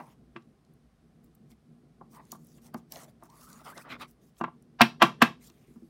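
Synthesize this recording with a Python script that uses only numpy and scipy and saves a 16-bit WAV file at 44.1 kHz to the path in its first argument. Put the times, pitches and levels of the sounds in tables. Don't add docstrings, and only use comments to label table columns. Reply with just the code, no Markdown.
import sys
import numpy as np
from scipy import signal
from scipy.fft import rfft, irfft, next_fast_len
from scipy.io import wavfile
from scipy.ndimage import uniform_filter1d, minimum_filter1d, map_coordinates

SR = 44100
rng = np.random.default_rng(int(sys.argv[2]) if len(sys.argv) > 2 else 0)


def natural_amplitude(level_db):
    exponent = np.asarray(level_db, float) / 20
    return 10 ** exponent


def inscribe(sig):
    pcm = np.round(np.clip(np.atleast_2d(sig).T, -1, 1) * 32767)
    wavfile.write(sys.argv[1], SR, pcm.astype(np.int16))


N = 259837

# corner landing in seconds, peak level in dB, gap until the whole edge lands in seconds.
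TAPS = [
    (4.807, -2, 0.008),
    (5.018, -2.5, 0.0061),
    (5.218, -3, 0.0039),
]
# holder, thud and clatter in dB, hardness in dB per octave,
# film snap and its bright glint in dB. Holder, snap and glint are over the tap's peak, the others over the holder.
CORNER_LANDING = (-0.5, -26, -3, -6.5, -29, -28)
EDGE_LANDING = (-5.5, -19, -10, 3, -7.5, -12)


def landings():
    found = []
    for s, db, gap in TAPS:
        found.append((s, db, CORNER_LANDING))
        found.append((s + gap, db, EDGE_LANDING))
    return found


# pitch in Hz, level in dB, 60 dB decay in seconds.
HOLDER_MODES = [(700, -3, .045), (770, -6, .04), (915, -3, .04), (1030, -1, .04), (1155, 0, .045),
                (1346, -3, .04), (1600, -3, .04), (1895, -6, .035), (2150, -7, .03), (2390, -6, .035),
                (2680, -3, .045), (2820, -7, .03), (3240, -12, .03), (3800, -13, .035)]
# pitch in Hz, level in dB, 60 dB decay in seconds.
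TABLE_MODES = [(136, -21, 0.16), (173, -16, 0.14), (231.3, 0, 0.082), (338.7, -8, 0.083),
               (379, -15.5, 0.068)]
# frequency in Hz, level in dB per Hz.
CLATTER_COLOUR = [(260, -48.5), (450, -10.5), (689, -14.5), (853, -5.5), (1230, -11.5), (1480, -12),
                  (1620, -2.5), (2630, -1.5), (2990, -1), (9000, -22.5), (11700, -72), (19800, -120)]
# start in seconds, holder peak in dB, table thud and clatter
# in dB over the holder, hardness in dB per octave.
TOUCHES = [(0.0, -45.5, -10.5, -14, -6), (0.361, -39, -21.5, -6.5, -4.5), (2.011, -42, -18.5, 1, -47),
           (2.134, -63, -9, -10, -22), (2.325, -41.5, -15, -8, -39), (2.348, -48, -13, -20, -30),
           (2.581, -62, -10, -10, -2), (2.744, -40, -4.5, 9.5, -24.5), (3.224, -46.5, -14.5, -24, -39),
           (3.259, -55, -22, -23, -24), (3.775, -46, -18, -15, 0), (4.41, -22.5, -16, -27, -14),
           (4.439, -23, -24, -7.5, -12.5), (4.479, -41.5, -32, -4, -31), (5.498, -59.5, -3, -24, 3.5),
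           (5.758, -62.5, -6, -28, -17)]
# start in seconds, peak level in dB.
HAND_BUMPS = [(0.266, -56), (0.356, -39), (1.516, -49.5), (4.102, -57), (5.399, -58), (5.682, -48),
              (5.703, -50), (5.759, -44), (5.822, -41.5), (5.841, -51)]


def knocks():
    out = np.zeros(N)
    t = np.arange(8192) / SR
    hz = np.fft.rfftfreq(len(t), 1 / SR) + 1
    contacts = list(TOUCHES)
    for s, db, (holder_db, thud_db, clatter_db, hard_db, _, _) in landings():
        contacts.append((s, db + holder_db, thud_db, clatter_db, hard_db))
    for s, db, thud_db, clatter_db, hard_db in contacts:
        dulling_db = 1.2 * np.minimum(hard_db, 0) * np.log2(np.maximum(hz / 1100, 1))
        colour = natural_amplitude(along(CLATTER_COLOUR, hz) + dulling_db)
        clatter = unit(irfft(rfft(rng.standard_normal(len(t))) * colour))
        clatter = clatter * natural_amplitude(-60 * t / .05) * (1 - np.exp(-t / .001))
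        holder = ring(HOLDER_MODES, scatter_db=1.5, rise=.0008, tilt_db=hard_db, spot_hz=1100)
        table = natural_amplitude(thud_db + 10) * ring(TABLE_MODES, scatter_db=-2.5, rise=.0028)
        add(out, s + .00091, natural_amplitude(db + 2.5) * (holder + table), wet_db=-14.5)
        add(out, s + .0006, natural_amplitude(db + clatter_db) * clatter, wet_db=-14)
    for s, db in HAND_BUMPS:
        add(out, s, natural_amplitude(db) * ring(TABLE_MODES, scatter_db=3, rise=.005), wet_db=-12)
    return out


# start in seconds, peak level in dB, centre
# in Hz.
FILM_SNAPS = [(0.362, -35.5, 1420), (0.4224, -65, 3980), (0.6484, -64.5, 5600), (0.737, -59.5, 14600),
              (1.2436, -54, 15600), (1.3503, -52, 13100), (1.516, -60.5, 3790), (2.2518, -54.5, 6790),
              (2.3189, -32, 12500), (2.3185, -31, 6100), (2.4468, -53.5, 10900), (2.469, -50, 13000),
              (2.7436, -44, 3800), (2.741, -42, 11600), (2.784, -56.5, 5080), (2.9208, -35.5, 4260),
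              (2.9216, -29.5, 12600), (2.958, -37, 4060), (3.2044, -68, 3970), (3.2354, -46, 9800),
              (3.3, -54, 5600), (3.5289, -43.5, 6850), (3.7775, -39.5, 5300), (4.1104, -49, 13600),
              (4.3674, -59.5, 3500), (4.3863, -52.5, 7100), (4.4128, -49, 3990), (4.438, -48.5, 4030),
              (4.6234, -56, 9300), (5.499, -50, 5490)]


def snaps():
    snap_octaves, glint_octaves = .57, .5
    tap_lag_s, bounce_s, bounce_share = .0005, .0007, .3
    out = np.zeros(N)
    t = np.arange(1024) / SR
    hz = np.fft.rfftfreq(len(t), 1 / SR) + 1
    bounce = 1 + bounce_share * np.exp(-2j * np.pi * hz * bounce_s)
    bursts = [(*row, snap_octaves) for row in FILM_SNAPS]
    for s, db, (*_, snap_db, glint_db) in landings():
        bursts.append((s + tap_lag_s, db + snap_db, 3800, snap_octaves))
        bursts.append((s + tap_lag_s, db + glint_db, 11500, glint_octaves))
    for s, db, centre_hz, octaves in bursts:
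        envelope = natural_amplitude(-60 * np.abs(t - .003) / np.where(t < .003, .006, .012))
        burst = rng.standard_normal(len(t)) * envelope
        band = np.exp(-.5 * (np.log2(hz / centre_hz) / octaves) ** 2)
        burst = irfft(rfft(burst) * bounce * band)
        add(out, max(s - .002, 0), natural_amplitude(db + 1) * burst / np.max(np.abs(burst)), wet_db=-19)
    return out


# frequency in Hz, level in dB per Hz.
HISS_COLOUR = [(2650, -5), (4500, -0.5), (5270, 1.5), (6440, 2.5), (15100, -0.5), (16200, -2), (16500, -38)]
# frequency in Hz, level in dB per Hz.
SCRAPE_COLOUR = [(1500, -3.5), (2100, 7.5), (3000, 3.5), (3800, 2), (5000, -5.5), (6500, -20.5),
                 (8500, -28)]
# frequency in Hz, level in dB per Hz.
RASP_COLOUR = [(170, -38), (240, 9), (400, -1.5), (600, 3.5), (950, 1.5), (1150, 2.5), (1600, -5.5),
               (2000, -3), (2600, -18), (3300, -47)]
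# time in seconds, resonance in Hz.
POCKET_PITCH = [(0, 925), (2, 766), (2.149, 1000), (2.4, 815), (2.7, 690), (3.1, 660), (3.25, 800),
                (3.43, 1200), (3.74, 1270), (3.8, 1640), (3.87, 1230), (4.03, 1390), (4.12, 791),
                (5.45, 1100)]
# start in seconds, length in seconds, level in dB, swell over the stroke in dB.
FILM_SLIDES = [(0, .13, -73.5, -4), (1.24, .03, -81, -2), (1.5, 0.014, -69.5, 8.5), (2.115, 0.052, -64, 5),
               (2.2, .11, -75.5, 11), (2.325, 0.038, -63.5, -8), (2.39, 0.19, -71.5, 4),
               (2.62, 0.048, -64, 10), (2.775, 0.017, -68, -7), (2.925, 0.12, -56.5, -5),
               (3.08, 0.018, -70.5, 1), (3.232, 0.025, -69, 9), (3.295, 0.12, -66, 18.5),
               (3.43, 0.067, -62, -11), (3.49, 0.13, -64, -9), (3.65, 0.059, -57.5, 4.5),
               (3.745, 0.077, -60.5, 6.5), (3.9, 0.028, -63.5, 3), (4, 0.022, -60.5, 10),
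               (4.085, 0.032, -68.5, -2.5), (4.22, 0.073, -75, 2), (4.36, 0.031, -71, 22),
               (5.42, 0.056, -61.5, 7), (5.495, 0.014, -72, -12), (5.52, .17, -76, -3),
               (5.7, 0.23, -79, -4)]
# start in seconds, length in seconds, rasp level in dB,
# swell over the stroke in dB, edge scrape in dB over the rasp.
CARD_PUSHES = [(0, 0.046, -51, -13, -23), (0.064, 0.064, -63, -4, -10.5), (1.511, 0.015, -72.5, -4, -4),
               (5.544, 0.17, -87.5, 0, 10), (2.136, .07, -57, 5, -22.5), (2.197, .08, -69, -1, -10.5),
               (2.308, .02, -80.5, 4, 10), (2.329, .03, -65, -6, -22.5), (2.57, .015, -72.5, 2, -6),
               (2.631, .06, -66, 7, -16), (2.778, .02, -70, 0, -6), (2.923, .03, -54.5, -5, -12),
               (2.965, 0.088, -51.5, -8.5, -12), (3.083, .02, -62.5, -5, -12), (3.228, .03, -59, -6, -22),
               (3.301, .14, -63, 7, -21), (3.478, .14, -58.5, 6, -15.5), (3.666, .06, -48.5, -7, -12),
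               (3.774, .03, -47, -10, -18.5), (3.857, 0.1, -45, 4.5, -18.5),
               (3.907, 0.038, -41.5, -2.5, -6), (4.009, 0.017, -43, 6.5, -1.5),
               (5.415, 0.047, -76.5, -1, 9.5), (5.497, .012, -73, -2, -1)]


def rubbing():
    hiss = coloured(gritty(grit_db=2.5, patchy_db=3.5, crackle=1.5), HISS_COLOUR)
    scrape = coloured(gritty(grit_db=2.5, patchy_db=4, crackle=4), SCRAPE_COLOUR)
    rasp = coloured(gritty(grit_db=1, patchy_db=3, crackle=2), RASP_COLOUR)
    pocket_hz = np.interp(np.arange(N) / SR, *np.transpose(POCKET_PITCH))
    rasp = unit(emphasis(rasp, pocket_hz, lift_db=11, octaves=.25))
    start, length, db, swell_db, edge_db = np.transpose(CARD_PUSHES)
    rasping = gain_curve(start, length, db, swell_db) * rasp
    scraping = gain_curve(start, length, db + edge_db, swell_db) * scrape
    hissing = gain_curve(*np.transpose(FILM_SLIDES)) * hiss
    return hissing + rasping + scraping


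# start in seconds, length in seconds, level in dB,
# first pitch in Hz, last pitch in Hz.
SLEEVE_SQUEALS = [
    (3.29, .05, -58, 900, 1100),
    (3.45, .055, -54, 1180, 1500),
    (3.55, .1, -57, 1150, 1420),
    (3.72, .045, -52, 1300, 2200),
    (3.785, .04, -56, 1500, 2530),
]


def squeal():
    start, length, db, first_hz, last_hz = np.transpose(SLEEVE_SQUEALS)
    knots_s = np.ravel([start, start + length], "F")
    knots_hz = np.ravel([first_hz, last_hz], "F")
    glide = np.interp(np.arange(N) / SR, knots_s, knots_hz)
    pitch = glide * (1 + .06 * wobble(250))
    phase = 2 * np.pi * np.cumsum(pitch) / SR
    tone = natural_amplitude(5.4 * wobble(90)) * np.sin(phase)
    return gain_curve(start, length, db - 6) * tone


# frequency in Hz, level in dB per Hz.
HUM_COLOUR = [(59, -44.5), (100, -17.5), (150, -2), (174, -7.5), (205, -10.5), (237, -1.5), (266, -13.5),
              (444, -17.5), (481, -22), (585, -32), (700, -30), (910, -62), (1540, -120)]
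# time in seconds, level in dB.
HUM_LEVEL = [(0.0, -64), (0.43, -63), (0.92, -67), (1.31, -63), (1.62, -66), (2.15, -60), (3.46, -62),
             (3.82, -58), (4.18, -63), (4.74, -63), (5.0, -54), (5.17, -54), (5.3, -59), (5.58, -64),
             (5.89, -61)]
# frequency in Hz, level in dB per Hz.
RUMBLE_COLOUR = [(12, -52), (20, -18.5), (43, 1), (60, 8), (86, -8.5), (110, 1.5), (140, -33.5),
                 (240, -120)]
# frequency in Hz, level in dB per Hz.
AIR_COLOUR = [(290, -30), (500, -4.5), (793, -2.5), (890, -12), (1060, -7), (2630, -17), (5250, -19.5),
              (7310, -25), (8950, -21.5), (15700, -33.5)]


def background():
    hum = coloured(rng.standard_normal(N) * natural_amplitude(2.5 * wobble(14)), HUM_COLOUR)
    hum_db = 3 + np.interp(np.arange(N) / SR, *np.transpose(HUM_LEVEL))
    rumble = natural_amplitude(-69.5) * coloured(rng.standard_normal(N), RUMBLE_COLOUR)
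    air = natural_amplitude(-75.5) * coloured(rng.standard_normal(N), AIR_COLOUR)
    return natural_amplitude(hum_db) * hum + rumble + air


def ring(modes, scatter_db, rise, tilt_db=0., spot_hz=100.):
    t = np.arange(SR // 4) / SR
    hz, db, t60 = np.transpose(modes)[:, :, None]
    chance = rng.standard_normal((3, *db.shape))
    away = np.log2(hz / spot_hz)
    level = db + scatter_db * chance[0] + np.where(away > 0, tilt_db, 4) * away
    phase = 2 * np.pi * hz * (1 + .01 * chance[1]) * t + .7 * chance[2]
    x = np.sum(natural_amplitude(level - 60 * t / t60) * np.sin(phase), axis=0)
    below = signal.butter(3, .85 * np.min(hz), "highpass", fs=SR, output="sos")
    x = signal.sosfilt(below, x * (1 - np.exp(-t / rise)))
    return x / np.max(np.abs(x))


def gritty(grit_db, patchy_db, crackle):
    slips = rng.standard_normal(N) * natural_amplitude(grit_db * wobble(760))
    crackles = rng.exponential(size=N) * (rng.random(N) < 150 / SR)
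    z = signal.stft(slips + crackle * crackles, nperseg=256)[2]
    streaks = uniform_filter1d(rng.standard_normal(z.shape), size=3, axis=0)
    streaks = uniform_filter1d(streaks, size=18, axis=1)
    return signal.istft(z * natural_amplitude(patchy_db * unit(streaks)), nperseg=256)[1][:N]


def gain_curve(start, length, db, swell_db=0.):
    rise_db_per_s, fall_db_per_s = 906, 715
    t = np.arange(0, N, 44)[:, None] / SR
    level = db + swell_db * (np.clip((t - start) / length, 0, 1) - .5)
    level = level - rise_db_per_s * np.maximum(start - t, 0)
    level = level - fall_db_per_s * np.maximum(t - start - length, 0)
    return np.interp(np.arange(N) / SR, t[:, 0], natural_amplitude(level.max(axis=1)))


def emphasis(x, centre_hz, lift_db, octaves):
    hz, t, z = signal.stft(x, SR, nperseg=512)
    centre = np.interp(t, np.arange(N) / SR, centre_hz)
    away = np.log2((hz[:, None] + 1) / centre) / octaves
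    lift = natural_amplitude(lift_db * np.exp(-.5 * away ** 2))
    return signal.istft(z * lift, SR, nperseg=512)[1][:N]


def wobble(rate):
    knots = rng.standard_normal(int(N * rate / SR) + 4)
    return map_coordinates(knots, [np.arange(N) * rate / SR])


def unit(x):
    return x / np.sqrt(np.mean(x ** 2) + 1e-20)


def along(points, hz):
    f, v = np.transpose(points)
    return np.interp(np.log(hz + 1), np.log(f + 1), v)


def filtered(x, response):
    m = next_fast_len(N + SR // 2)
    return irfft(rfft(x, m) * response(np.fft.rfftfreq(m, 1 / SR)), m)[:N]


def coloured(x, spectrum):
    return unit(filtered(x, lambda hz: natural_amplitude(along(spectrum, hz))))


# frequency in Hz, 60 dB decay in seconds.
ROOM_DECAY = [(150, 0.26), (700, 0.19), (2000, 0.17), (5000, 0.24), (13000, 0.16)]


def room(x, delay=.0082):
    hz, t, z = signal.stft(rng.standard_normal(SR // 3), SR, nperseg=256)
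    decay = natural_amplitude(-60 * t / along(ROOM_DECAY, hz)[:, None])
    tail = signal.istft(z * decay, SR, nperseg=256)[1]
    delayed = np.pad(x, (round(delay * SR), 0))
    return signal.fftconvolve(delayed, tail / np.linalg.norm(tail))


def add(track, s, sound, wet_db):
    for part in sound, natural_amplitude(wet_db) * room(sound):
        spot = track[round(s * SR):][:len(part)]
        spot += part[:len(spot)]


def scene():
    return (knocks() + snaps() + rubbing() + squeal() + background())[None]


def smear(x, noise_db, size, top_hz=8000):
    hz, _, z = signal.stft(x, SR, nperseg=size)
    in_band = ((hz > 300) & (hz < top_hz))[:, None]
    strength = uniform_filter1d(np.abs(z), size=4, axis=-2) * in_band
    noise = strength * np.exp(2j * np.pi * rng.random(z.shape))
    return natural_amplitude(noise_db) * signal.istft(noise, SR, nperseg=size)[1][..., :N]


def low_pass(x):
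    return signal.sosfilt(signal.butter(12, 16620, fs=SR, output="sos"), x)


def record(dry):
    low_cut = signal.butter(3, 45, "highpass", fs=SR, output="sos")
    heard = signal.sosfilt(low_cut, dry)
    need = np.minimum(1, .7 / (np.abs(heard) + 1e-9))
    held = heard * uniform_filter1d(minimum_filter1d(need, size=120), size=60)
    held = filtered(held[0], lambda hz: np.clip((16500 - hz) / 700, 0, 1))[None]
    long_smear = smear(held, noise_db=-24, size=2048)
    short_smear = smear(held, noise_db=-12.5, size=896)
    return low_pass(held + long_smear + short_smear)


dry = scene()
out = record(dry)
inscribe(out)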